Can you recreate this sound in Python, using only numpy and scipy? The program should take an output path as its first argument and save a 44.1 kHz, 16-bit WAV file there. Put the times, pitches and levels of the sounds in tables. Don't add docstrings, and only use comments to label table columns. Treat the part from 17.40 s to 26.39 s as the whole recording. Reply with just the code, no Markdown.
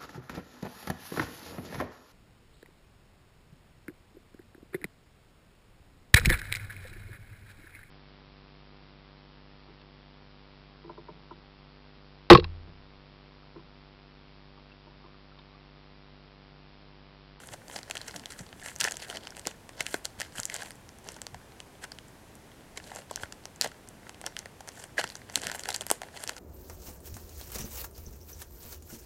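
import sys
import numpy as np
from scipy import signal
from scipy.fft import rfft, irfft
from scipy.io import wavfile
from scipy.ndimage import uniform_filter1d

SR = 44100
rng = np.random.default_rng(int(sys.argv[2]) if len(sys.argv) > 2 else 0)


def to_wav(s):
    ch = np.atleast_2d(s).T
    pcm = np.round(np.clip(ch, -1, 1) * 32767)
    wavfile.write(sys.argv[1], SR, pcm.astype(np.int16))


N = 396459

# time of the break in seconds, nominal level in dB, length of the slip in ms, ring pitch in Hz,
# brightness in dB per octave, air pocket relative to the level in dB.
LOUD_SNAPS = [(0.0724, -48.5, 0.2, 9860.0, 4.5, -20.5), (0.137, -43.5, 2.8, 724, 11, 1),
              (0.142, -49, 1.2, 714, 5, 1.0), (0.2976, -46.5, 1.2, 818.0, 5, -1.5),
              (0.361, -33.5, 2.6, 4820.0, -7.5, -5.5), (0.3887, -41, 0.81, 2670.0, 2, -6),
              (0.431, -42.5, 0.86, 4980, -3, -20), (0.4986, -41, 1.4, 689.0, 10, -0.5),
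              (0.5106, -30.5, 0.56, 2520, 6.5, -15), (0.5532, -36.5, 1.9, 1720.0, 9, -7.5),
              (0.5696, -33.5, 1, 3180, 1.5, -16.0), (0.5772, -40, 0.4, 5170.0, 0.0, -14),
              (0.6143, -38.0, 1.6, 4220, -1, -11), (0.681, -37.0, 1.6, 6040, -5.5, -13),
              (0.762, -37.5, 2.3, 5370, 3, -21.0), (0.8577, -35.5, 0.79, 3400, 3, -14),
              (0.905, -43, 3.7, 8850, -8, -21), (0.9216, -41, 0.64, 7600, -9, -22),
              (0.991, -42.0, 2.9, 7240.0, -8.5, -19), (1.128, -45, 1.0, 2970.0, -4, -5.0),
              (1.225, -44, 1.8, 1650, -1, -17.0), (1.2602, -37, 2.0, 1790.0, 8.5, -9.5),
              (1.284, -41.5, 1.16, 2850, 5, -14), (1.3616, -38.5, 0.66, 6650, -3.5, -15),
              (1.4034, -26.5, 1.4, 6220, 0, -25.0), (1.411, -22.5, 1.15, 3180, 7, -29),
              (1.4416, -23.5, 1.2, 5780, -3, -22), (1.4491, -25.5, 2, 1570, 1, -9),
              (1.4739, -28.5, 1.9, 1650, -4, -10.0), (1.4836, -32, 0.49, 2640, 2, -11),
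              (1.5103, -36.5, 0.93, 7690.0, -3.5, -15.0), (1.5207, -32, 0.99, 7540.0, -6.5, -16),
              (1.5694, -36.5, 0.22, 7250, -4.5, -28.0), (1.6255, -42, 2.5, 3020, 3.0, -23),
              (1.6999, -35, 1, 2895, 3.0, -10.5), (1.7708, -34.5, 1.06, 3070, 2.5, -16),
              (1.871, -37.5, 0.91, 3020, 1, -8.5), (1.9053, -44.0, 0.66, 5670, -0.5, -13),
              (1.9677, -43.0, 0.49, 8960, -9, -10.0), (1.995, -41.5, 0.5, 7800, -6, -15.0),
              (2.054, -42.0, 1.2, 2510, 2, -18), (2.0709, -26.5, 0.56, 6410, -2.5, -9),
              (2.1129, -47, 0.8, 2800, 0, -13), (2.292, -44, 1.2, 1862, 7.5, -3.5),
              (2.4063, -24.5, 1.2, 2180, 5, -10.5), (2.4656, -30.5, 0.25, 2630, 5, -31),
              (2.5422, -26, 1.13, 1511, 6, -2), (2.6481, -42, 2.3, 3950, 6, -8.0),
              (2.654, -28.5, 0.2, 4240, 5.5, -17), (2.801, -34.5, 0.24, 6860, -6, -8),
              (2.8069, -33, 0.3, 1850, 9, -12), (2.816, -29.5, 0.64, 1740, 7, -14.0),
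              (2.9826, -35.5, 1.2, 2640, 2, -15), (2.9945, -39, 1.6, 1440, 5, -3),
              (3.0001, -31.5, 0.19, 7180, 2.5, -24), (3.0328, -34.5, 0.33, 4900, -1, -29.0),
              (3.0543, -29, 0.18, 7480, 1.5, -28), (3.0986, -34.0, 1.25, 1974, 6, -28.0),
              (3.1424, -32, 0.53, 8200, -2, -16), (3.1638, -35, 0.69, 6960, -5, -12),
              (3.2202, -35, 2.13, 1562, 5, -17), (3.2328, -43, 0.29, 813, 13, -2.5),
              (3.3067, -42.5, 0.69, 9810, -10, -13), (3.4909, -47.5, 0.2, 5780, -4, -19),
              (3.688, -36.5, 0.34, 5730, -3.5, -7), (3.764, -47, 3, 1482, 11, 0.5),
              (3.8172, -36.5, 0.3, 7750, -5, -12.5), (3.8674, -36.5, 0.3, 4910, -2.5, -9.5),
              (3.9445, -43.5, 1.5, 748, 7.5, 2.5), (4.2028, -40.5, 0.29, 2980, 4, -10),
              (4.4399, -37.0, 2.75, 1497, 9, -13), (4.5184, -38.5, 1.6, 4486, -3, -12),
              (4.5867, -42.5, 0.15, 3070, 1, -13.0), (5.3737, -35, 1.85, 2038, 7.5, -7.5),
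              (5.5166, -43.5, 1.77, 740, 3.5, 2.0), (5.5602, -40, 0.36, 7560.0, -4, -3),
              (5.7111, -40.5, 1.24, 775, 15, 5.5), (5.7592, -30.5, 0.12, 5870, 0, -25),
              (5.775, -42.5, 0.88, 1502, -9, -6), (5.8336, -32, 1.33, 1630, 4, -6),
              (5.9236, -39, 1.2, 6440.0, -6.5, -15), (6.055, -38, 0.19, 5860.0, -4, -6.5),
              (6.2122, -19.5, 0.69, 4360, 2.5, -21), (6.221, -28.5, 0.42, 4640, -0.5, -29),
              (6.2437, -31.5, 3.2, 704, 9.5, -1), (6.2596, -43, 2.66, 628, 4.5, 9.5),
              (6.3156, -47, 2.8, 1380.0, 6, -16), (6.4879, -47, 0.2, 9400, 9, -22),
              (6.694, -41, 0.46, 1810, 8.5, -6), (6.8143, -43, 0.39, 8730, -6.5, -6),
              (6.8403, -44, 1.2, 753, 2.5, 2), (6.8642, -29.5, 0.74, 5840.0, -2.5, -14.5),
              (6.8686, -42, 1.3, 1600, 5, -3), (6.9664, -33, 0.44, 2970, -0.5, -24),
              (6.9906, -35, 0.092, 6000, -0.5, -32), (7.0577, -39.5, 0.68, 1820, 4.5, -5.5),
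              (7.2063, -46, 1.74, 790, 11.5, 1.5), (7.2755, -46.5, 0.8, 794, 12, -4),
              (7.2887, -39, 0.32, 5930, -1.5, -11), (7.4392, -40.5, 1.45, 8630, -8.5, -8),
              (7.5804, -22, 2.33, 1656, -16, -27), (7.591, -41, 2.2, 571, -3, -1.0),
              (7.5971, -32.5, 1.08, 1680, 9, -9), (7.6128, -32, 0.94, 1710, 6.5, -12),
              (7.6403, -29.5, 1.8, 1816, 6.5, -5), (7.6758, -42, 0.52, 4650.0, -3.5, -19),
              (7.7009, -40, 1.1, 4370.0, -2, -16), (7.754, -37.5, 0.86, 6200, -5, -13),
              (7.8983, -42.5, 0.61, 6380, -8.5, -4), (7.957, -19.5, 0.59, 4306, 4, -25.5),
              (7.974, -35, 0.92, 1670, 9, -6), (8.0175, -37.5, 0.19, 7470, -5, -15.0),
              (8.035, -36.5, 1.1, 2050.0, 8, -4), (8.0691, -28, 0.42, 1760, 9.5, -12.5),
              (8.0977, -34, 1.43, 1820, 3, -12.0), (8.116, -32.5, 0.58, 1510.0, 9.5, -8.0),
              (8.1477, -38, 0.97, 790, 4, -4), (8.1942, -36.5, 0.9, 7530, -6, -15),
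              (8.236, -37.5, 0.23, 4570, -1, -14), (8.2559, -34.5, 1.2, 1860, 5, -10),
              (8.2883, -29, 1.5, 804, 10.5, -3.5), (8.3039, -31.0, 0.96, 4110.0, 4, -9.0),
              (8.3272, -38.5, 0.84, 4100, 5, -24), (8.344, -30.5, 0.26, 4500.0, 0, -23),
              (8.3469, -30, 0.18, 4570.0, -0.5, -18), (8.362, -31, 0.2, 7600.0, 1, -31),
              (8.4097, -33.0, 0.66, 3150, 9.5, -7.5), (8.4176, -38.5, 0.94, 9070.0, -6, -5),
              (8.4664, -37.5, 0.5, 11300.0, -7.5, -7.0), (8.5022, -24.5, 0.51, 7710.0, -7.5, -10.0),
              (8.5136, -20.5, 0.44, 8740, -2.5, -3.5), (8.6175, -38, 0.6, 730, 8.5, 0.5),
              (8.6331, -41.5, 1.05, 668.0, 6, 1), (8.7724, -40.5, 2.4, 4170, -5.0, -9),
              (8.8383, -34.5, 0.31, 9230, -7, -9.0), (8.8758, -33.0, 0.2, 5570, -1, -19.0),
              (8.8937, -29, 0.73, 1844, 8.5, -11.0), (8.9661, -43.5, 0.35, 6270.0, -5, -8.5)]
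# low edge in Hz, high edge in Hz.
SHAKEN_PARTS = [(350, 1020), (1300, 2250), (2500, 5850), (5600, 10100), (11000, 14600)]
# ring pitch in Hz, edge relative to the crack in dB.
EDGE_SHARPNESS = [(700, -9), (3000, -17), (4500, -13.5), (6000, -15), (7500, -16), (9000, -9.5), (11300, 0)]
FOCUS_DB_PER_OCT = 10


def snaps(rows, ring_db, pocket_db=1.3, panel_db=1.0, facet_db=0.1, crack_db=1.63,
          edge_growth=0.19, ordinary_db=-40.0):
    times, loud_db, slips_ms, rings_hz, bright_db, air_db = np.transpose(rows)
    forces = np.array([buckle(ms, hz, ring_db) for ms, hz in zip(slips_ms, rings_hz)])
    forces = close_pickup(forces)

    centres_hz = np.sqrt(np.prod(SHAKEN_PARTS[1:4], axis=1))
    octaves = np.log2(centres_hz[:, None] / rings_hz)
    shares_db = bright_db * octaves - FOCUS_DB_PER_OCT * np.abs(octaves)
    total_db = 10 * np.log10(np.sum(from_db(shares_db) ** 2, axis=0))
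    panel, facet, crack = loud_db + shares_db - total_db

    edge = crack + np.interp(rings_hz, *np.transpose(EDGE_SHARPNESS))
    edge = edge + edge_growth * (crack - ordinary_db)
    levels_db = [loud_db + air_db + pocket_db, panel + panel_db, facet + facet_db, crack + crack_db, edge]

    sounds = 0
    for (low_hz, high_hz), level_db in zip(SHAKEN_PARTS, levels_db):
        part = band(forces, low_hz, high_hz, order=3)
        power = np.sum(part ** 2, axis=1) / (SR / 200)
        sounds = sounds + part * (from_db(level_db) / np.sqrt(power))[:, None]

    out = np.zeros(N + SR)
    for s, sound in zip(times, sounds):
        start = max(round(s * SR) - SR // 500, 0)
        out[start:start + len(sound)] += sound
    return out[:N]


def buckle(slip_ms, ring_hz, ring_db, ring_width=0.39, jerk_db=3.0):
    sharp_ms, shudder_ms = .85, .6 * max(slip_ms, .1)
    ms = np.arange(SR // 50) * 1000 / SR
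    lead = SR // 500
    phase = np.maximum((ms - ms[lead]) / shudder_ms + .5, 0)
    jerks = rng.standard_normal(len(ms)) * from_db(jerk_db * rng.standard_normal(len(ms)))
    force = phase * np.exp(-phase) * jerks
    force *= slip_ms / sharp_ms / np.linalg.norm(force)
    force[lead] += 1
    return resonate(force * rng.choice([-1, 1]), ring_hz, ring_width * ring_hz, ring_db)


FIRM_DB = -48


def crackles(count=330, rate_follows=.42, level_follows=0.32, level_db=-48.0, spread_db=3.0, slip_ms=1.0,
             ring_hz=3000, spread_oct=0.87, bright_db=-0.5, pocket_db=-8.5):
    firmness = pressure(0) / from_db(FIRM_DB) ** 2
    chance = np.cumsum(firmness ** rate_follows)
    draws = (np.arange(count) + rng.random(count)) / count * chance[-1]
    at = np.searchsorted(chance, draws).clip(0, N - 1)
    size, slip, pitch, bright, pocket = rng.standard_normal((count, 5)).clip(-2, 2).T
    loud_db = level_db + level_follows * 10 * np.log10(firmness[at]) + spread_db * size
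    slips_ms = slip_ms * 2 ** (.5 * slip)
    rings_hz = np.clip(ring_hz * 2 ** (spread_oct * pitch), 600, SR / 4)
    return np.transpose([at / SR, loud_db, slips_ms, rings_hz, bright_db + 2 * bright, pocket_db + 2 * pocket])


# low edge in Hz, high edge in Hz.
RUSTLE_RANGES = [(370, 870), (1350, 7100), (5600, 12600)]
# firmest moment in seconds, swell in seconds, fade in seconds, nominal level in dB,
# fizz relative to the level in dB, air pocket relative to the level in dB.
FINGER_STROKES = [(0.019, 0.036, 0.101, -55.5, -0.5, -2), (0.137, 0.025, 0.01, -47.5, -0.5, -2.0),
                  (0.36, 0.055, 0.036, -47.5, 1, -3.0), (0.579, 0.127, 0.352, -54.5, -8, -3),
                  (0.679, 0.015, 0.034, -47.5, -2, -7.0), (0.763, 0.033, 0.024, -51.5, -2, 3.5),
                  (0.915, 0.021, 0.035, -50.5, -1, -16), (0.99, 0.015, 0.045, -52.0, 0.0, -4),
                  (1.274, 0.062, 0.053, -47.0, 0.5, -10), (1.409, 0.008, 0.013, -32.0, -8, -21),
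                  (1.447, 0.032, 0.035, -35.0, -4.5, -8), (1.519, 0.028, 0.07, -51.0, -5, -2),
                  (1.631, 0.032, 0.031, -44.5, -6, -15.0), (1.703, 0.022, 0.026, -45.0, -3, -1),
                  (1.753, 0.028, 0.027, -45.0, -10, 1), (1.841, 0.032, 0.067, -52.5, -11.0, -1),
                  (1.978, 0.02, 0.024, -51.5, -1, 2), (2.079, 0.031, 0.037, -49.5, -6, 0),
                  (2.381, 0.025, 0.03, -53.0, -11, 2), (2.403, 0.011, 0.02, -39.0, -10, -6),
                  (2.464, 0.009, 0.018, -46.0, -10, -15), (2.54, 0.082, 0.036, -48.0, 1, -17),
                  (2.651, 0.007, 0.014, -43.5, -3, -6), (2.794, 0.008, 0.063, -45.5, -5, -14),
                  (2.984, 0.033, 0.029, -43.0, -0.5, -10), (3.063, 0.034, 0.024, -56.0, 3, -4.0),
                  (3.156, 0.05, 0.015, -41.5, -6, -7), (3.208, 0.029, 0.024, -44.0, -5, -2),
                  (3.26, 0.016, 0.049, -51.0, -0.5, -5), (3.687, 0.032, 0.014, -48.5, -5, 2),
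                  (3.713, 0.022, 0.058, -54.0, -5, -8), (4.441, 0.017, 0.007, -43.5, -4, -2.5),
                  (5.373, 0.014, 0.017, -50.0, -4, -2), (5.478, 0.05, 0.049, -52.5, -2, -2),
                  (5.581, 0.059, 0.034, -48.5, -3, 3), (5.714, 0.018, 0.138, -55.0, -10, -2),
                  (5.827, 0.025, 0.019, -48.0, -0.5, 0), (6.242, 0.022, 0.028, -37.5, -8, -7),
                  (6.681, 0.041, 0.037, -60.0, -5, 1.0), (6.871, 0.027, 0.02, -48.5, -7.0, 2.0),
                  (6.985, 0.025, 0.037, -53.5, -5.0, -3), (7.287, 0.015, 0.016, -52.5, -12, -2),
                  (7.406, 0.067, 0.046, -51.0, 0, -3.5), (7.59, 0.01, 0.017, -29.0, -9.0, -2),
                  (7.638, 0.024, 0.018, -44.5, -8, -8), (7.676, 0.026, 0.134, -55.0, -3, -10),
                  (7.903, 0.018, 0.027, -54.0, -7.0, -3), (7.971, 0.03, 0.028, -44.5, 0, -6.0),
                  (8.038, 0.024, 0.096, -42.0, -6, -3), (8.153, 0.012, 0.012, -42.0, 2, 1),
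                  (8.202, 0.012, 0.013, -49.5, 5, -8.0), (8.307, 0.077, 0.028, -45.0, -5, 0),
                  (8.35, 0.011, 0.026, -42.5, -5, -4), (8.417, 0.021, 0.022, -50.5, -1, -6),
                  (8.516, 0.037, 0.035, -47.0, -0.5, -10), (8.654, 0.045, 0.036, -57.5, -4.0, 4.0),
                  (8.771, 0.036, 0.015, -48.5, -4.0, 0), (8.834, 0.052, 0.021, -48.0, 0, -5),
                  (8.898, 0.03, 0.035, -49.0, -4, 1), (8.986, 0.034, 0.034, -50.5, -3, -4.0)]
SWELL_SHAPE, FADE_SHAPE = 1.6, 1.5
GRIP_DB = -74


def rustle(friction=0.28, pocket_db=-1.0, film_db=0.05, fizz_db=0.6):
    fizz, pocket = np.transpose(FINGER_STROKES)[4:]
    film = close_pickup(wrinkles() + friction * rng.standard_normal(N))
    colours_db = [pocket + pocket_db, film_db, fizz + fizz_db]
    out = 0
    for (low_hz, high_hz), colour_db in zip(RUSTLE_RANGES, colours_db):
        part = band(film, low_hz, high_hz, order=2)
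        part /= np.sqrt(uniform_filter1d(part ** 2, size=1300) + 1e-12)
        out = out + part * np.sqrt(pressure(colour_db))
    return out


def pressure(colour_db):
    t = np.arange(0, N, 20) / SR
    times, swell_s, fade_s, level_db = np.array(FINGER_STROKES).T[:4, :, None]
    before = np.abs((t - times) / swell_s) ** SWELL_SHAPE
    after = np.abs((t - times) / fade_s) ** FADE_SHAPE
    away = np.where(t < times, before, after)
    peak_power = from_db(level_db + np.reshape(colour_db, (-1, 1))) ** 2
    power = peak_power * np.exp(-2 * np.minimum(away, 20))
    return np.interp(np.arange(N) / SR, t, from_db(GRIP_DB) ** 2 + power.sum(axis=0))


def wrinkles(per_s=3500, size_db=2.5, clump_db=4.0, shift_db=4.5, width=1.23, count=20):
    sizes = from_db(size_db * np.minimum(rng.exponential(1, N), 4)) * rng.choice([-1, 1], N)
    flips = sizes * (rng.random(N) < per_s * from_db(clump_db * drift(150)) / SR)
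    pitches = np.geomspace(420, 14000, count)
    weights = np.sqrt(pitches)
    dealt = rng.choice(count, N, p=weights / weights.sum())
    out = 0
    for k, hz in enumerate(pitches):
        rings = band(rms_one(flips * (dealt == k)), hz / width, hz * width, order=1)
        out = out + rings * from_db(shift_db * drift(25))
    return rms_one(out)


# time in seconds (halfway up the swell), level in dB, pitch in Hz, rise of the swell in seconds.
FINGER_BUMPS = [(0.114, -49.5, 120, 0.0066), (0.351, -51, 130, 0.0072), (0.747, -48.5, 200, 0.023),
                (1, -41.5, 109.6, 0.007), (1.42, -48, 134, 0.011), (1.748, -54, 260, 0.0199),
                (2.065, -35.5, 215, 0.003), (2.407, -46, 152.3, 0.0037), (2.542, -29.5, 460, 0.0016),
                (2.775, -50, 130.7, 0.0096), (2.987, -42, 120.7, 0.0049), (3.934, -47, 86.4, 0.013),
                (5.829, -40.5, 107.4, 0.0049), (6.249, -38.5, 306, 0.0046), (7.589, -33.5, 407, 0.0026),
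                (7.638, -47, 128, 0.0046), (7.967, -42.5, 174, 0.0072), (8.052, -50.5, 140, 0.019),
                (8.512, -31, 482, 0.00093)]


def bumps(width=1.58):
    out, t = np.zeros(N + SR), np.arange(SR // 5) / SR
    for s, level_db, hz, rise_s in FINGER_BUMPS:
        swell = t / rise_s * np.exp(1 - t / rise_s)
        thud = band(swell * rng.standard_normal(len(t)), hz / width, hz * width)
        thud *= np.linalg.norm(swell) / np.linalg.norm(thud)
        start = round(s * SR - rise_s * SR / 2)
        out[start:start + len(t)] += from_db(level_db) * thud
    return out[:N]


# frequency in Hz,
# nominal width in Hz, peak or dip in dB.
PICKUP_COLOUR = [(644, 350, 4.5), (1203, 90, -12), (1720, 880, 8.5), (2330, 330, -6.5), (3120, 290, 2),
                 (3720, 130, -7.5), (4440, 870, 2.5), (6440, 2000, 2), (7600, 300, 4), (7540, 370, 0.5),
                 (8940, 250, 4), (14600, 9800, -11.5)]


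def close_pickup(x):
    for hz, width_hz, gain_db in PICKUP_COLOUR:
        x = resonate(x, hz, width_hz, gain_db)
    return x


# delay in seconds, level in dB.
NEAR_ECHOES = [(.0046, -48), (.0087, -38), (0.01, -25), (0.0143, -43)]
ROOM_T60_S, ROOM_DB = 0.2, -20.5


def room(x, onset_s=0.00071, low_hz=180, high_hz=12000):
    t = np.arange(SR // 2) / SR
    tail = band(rng.standard_normal(len(t)), low_hz, high_hz, order=1)
    tail *= from_db(-60 * t / ROOM_T60_S) * (1 - np.exp(-(t / onset_s) ** 2))
    response = from_db(ROOM_DB) * tail / np.linalg.norm(tail)
    for delay_s, level_db in NEAR_ECHOES:
        response[round(delay_s * SR)] += from_db(level_db)
    return signal.fftconvolve(x, response)[:N]


# frequency in Hz, relative density in dB per Hz.
QUIET_SPECTRUM = [(12, -41), (20, -5), (93, -1.5), (150, -3.5), (204, -4), (319, -6.5), (347, -7.5),
                  (607, -10.5), (897, -12), (1120, -15.5), (1370, -17.5), (1480, -16), (4300, -25),
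                  (11400, -28.5), (16000, -39)]
QUIET_DB = -53


def background():
    hz, level_db = np.transpose(QUIET_SPECTRUM)
    bins_hz = np.maximum(np.fft.rfftfreq(N, 1 / SR), 1)
    colour = from_db(np.interp(np.log(bins_hz), np.log(hz), level_db))
    noise = irfft(rfft(rng.standard_normal(N)) * colour, N)
    return from_db(QUIET_DB) * rms_one(noise)


def from_db(db):
    return 10 ** (np.asarray(db) / 20)


def rms_one(x):
    return x / np.sqrt(np.mean(x ** 2) + 1e-20)


def band(x, low_hz, high_hz, order=2):
    edges_hz = [low_hz, min(high_hz, .45 * SR)]
    return signal.sosfilt(signal.butter(order, edges_hz, "band", fs=SR, output="sos"), x + 1e-18)


def resonate(x, hz, width_hz, gain_db):
    height, damping = from_db(gain_db / 2), np.pi * width_hz / SR
    turn = -2 * np.cos(2 * np.pi * hz / SR)
    zeros = [1 + damping * height, turn, 1 - damping * height]
    poles = [1 + damping / height, turn, 1 - damping / height]
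    return signal.lfilter(zeros, poles, x)


def drift(rate):
    knots = rng.standard_normal(N // 20)
    return rms_one(np.interp(np.arange(N) * rate / SR, np.arange(len(knots)), knots))


def scene():
    fingers = rustle() + bumps() + snaps(crackles(), ring_db=7.03)
    direct = snaps(LOUD_SNAPS, ring_db=11.685) + fingers
    scattered = snaps(LOUD_SNAPS, ring_db=7.315) + fingers
    return (direct + room(scattered) + background())[None]


CUTOFF_HZ = 16000


def record(dry):
    return signal.sosfilt(signal.ellip(10, .1, 80, CUTOFF_HZ, fs=SR, output="sos"), dry)


dry = scene()
out = record(dry)
to_wav(out)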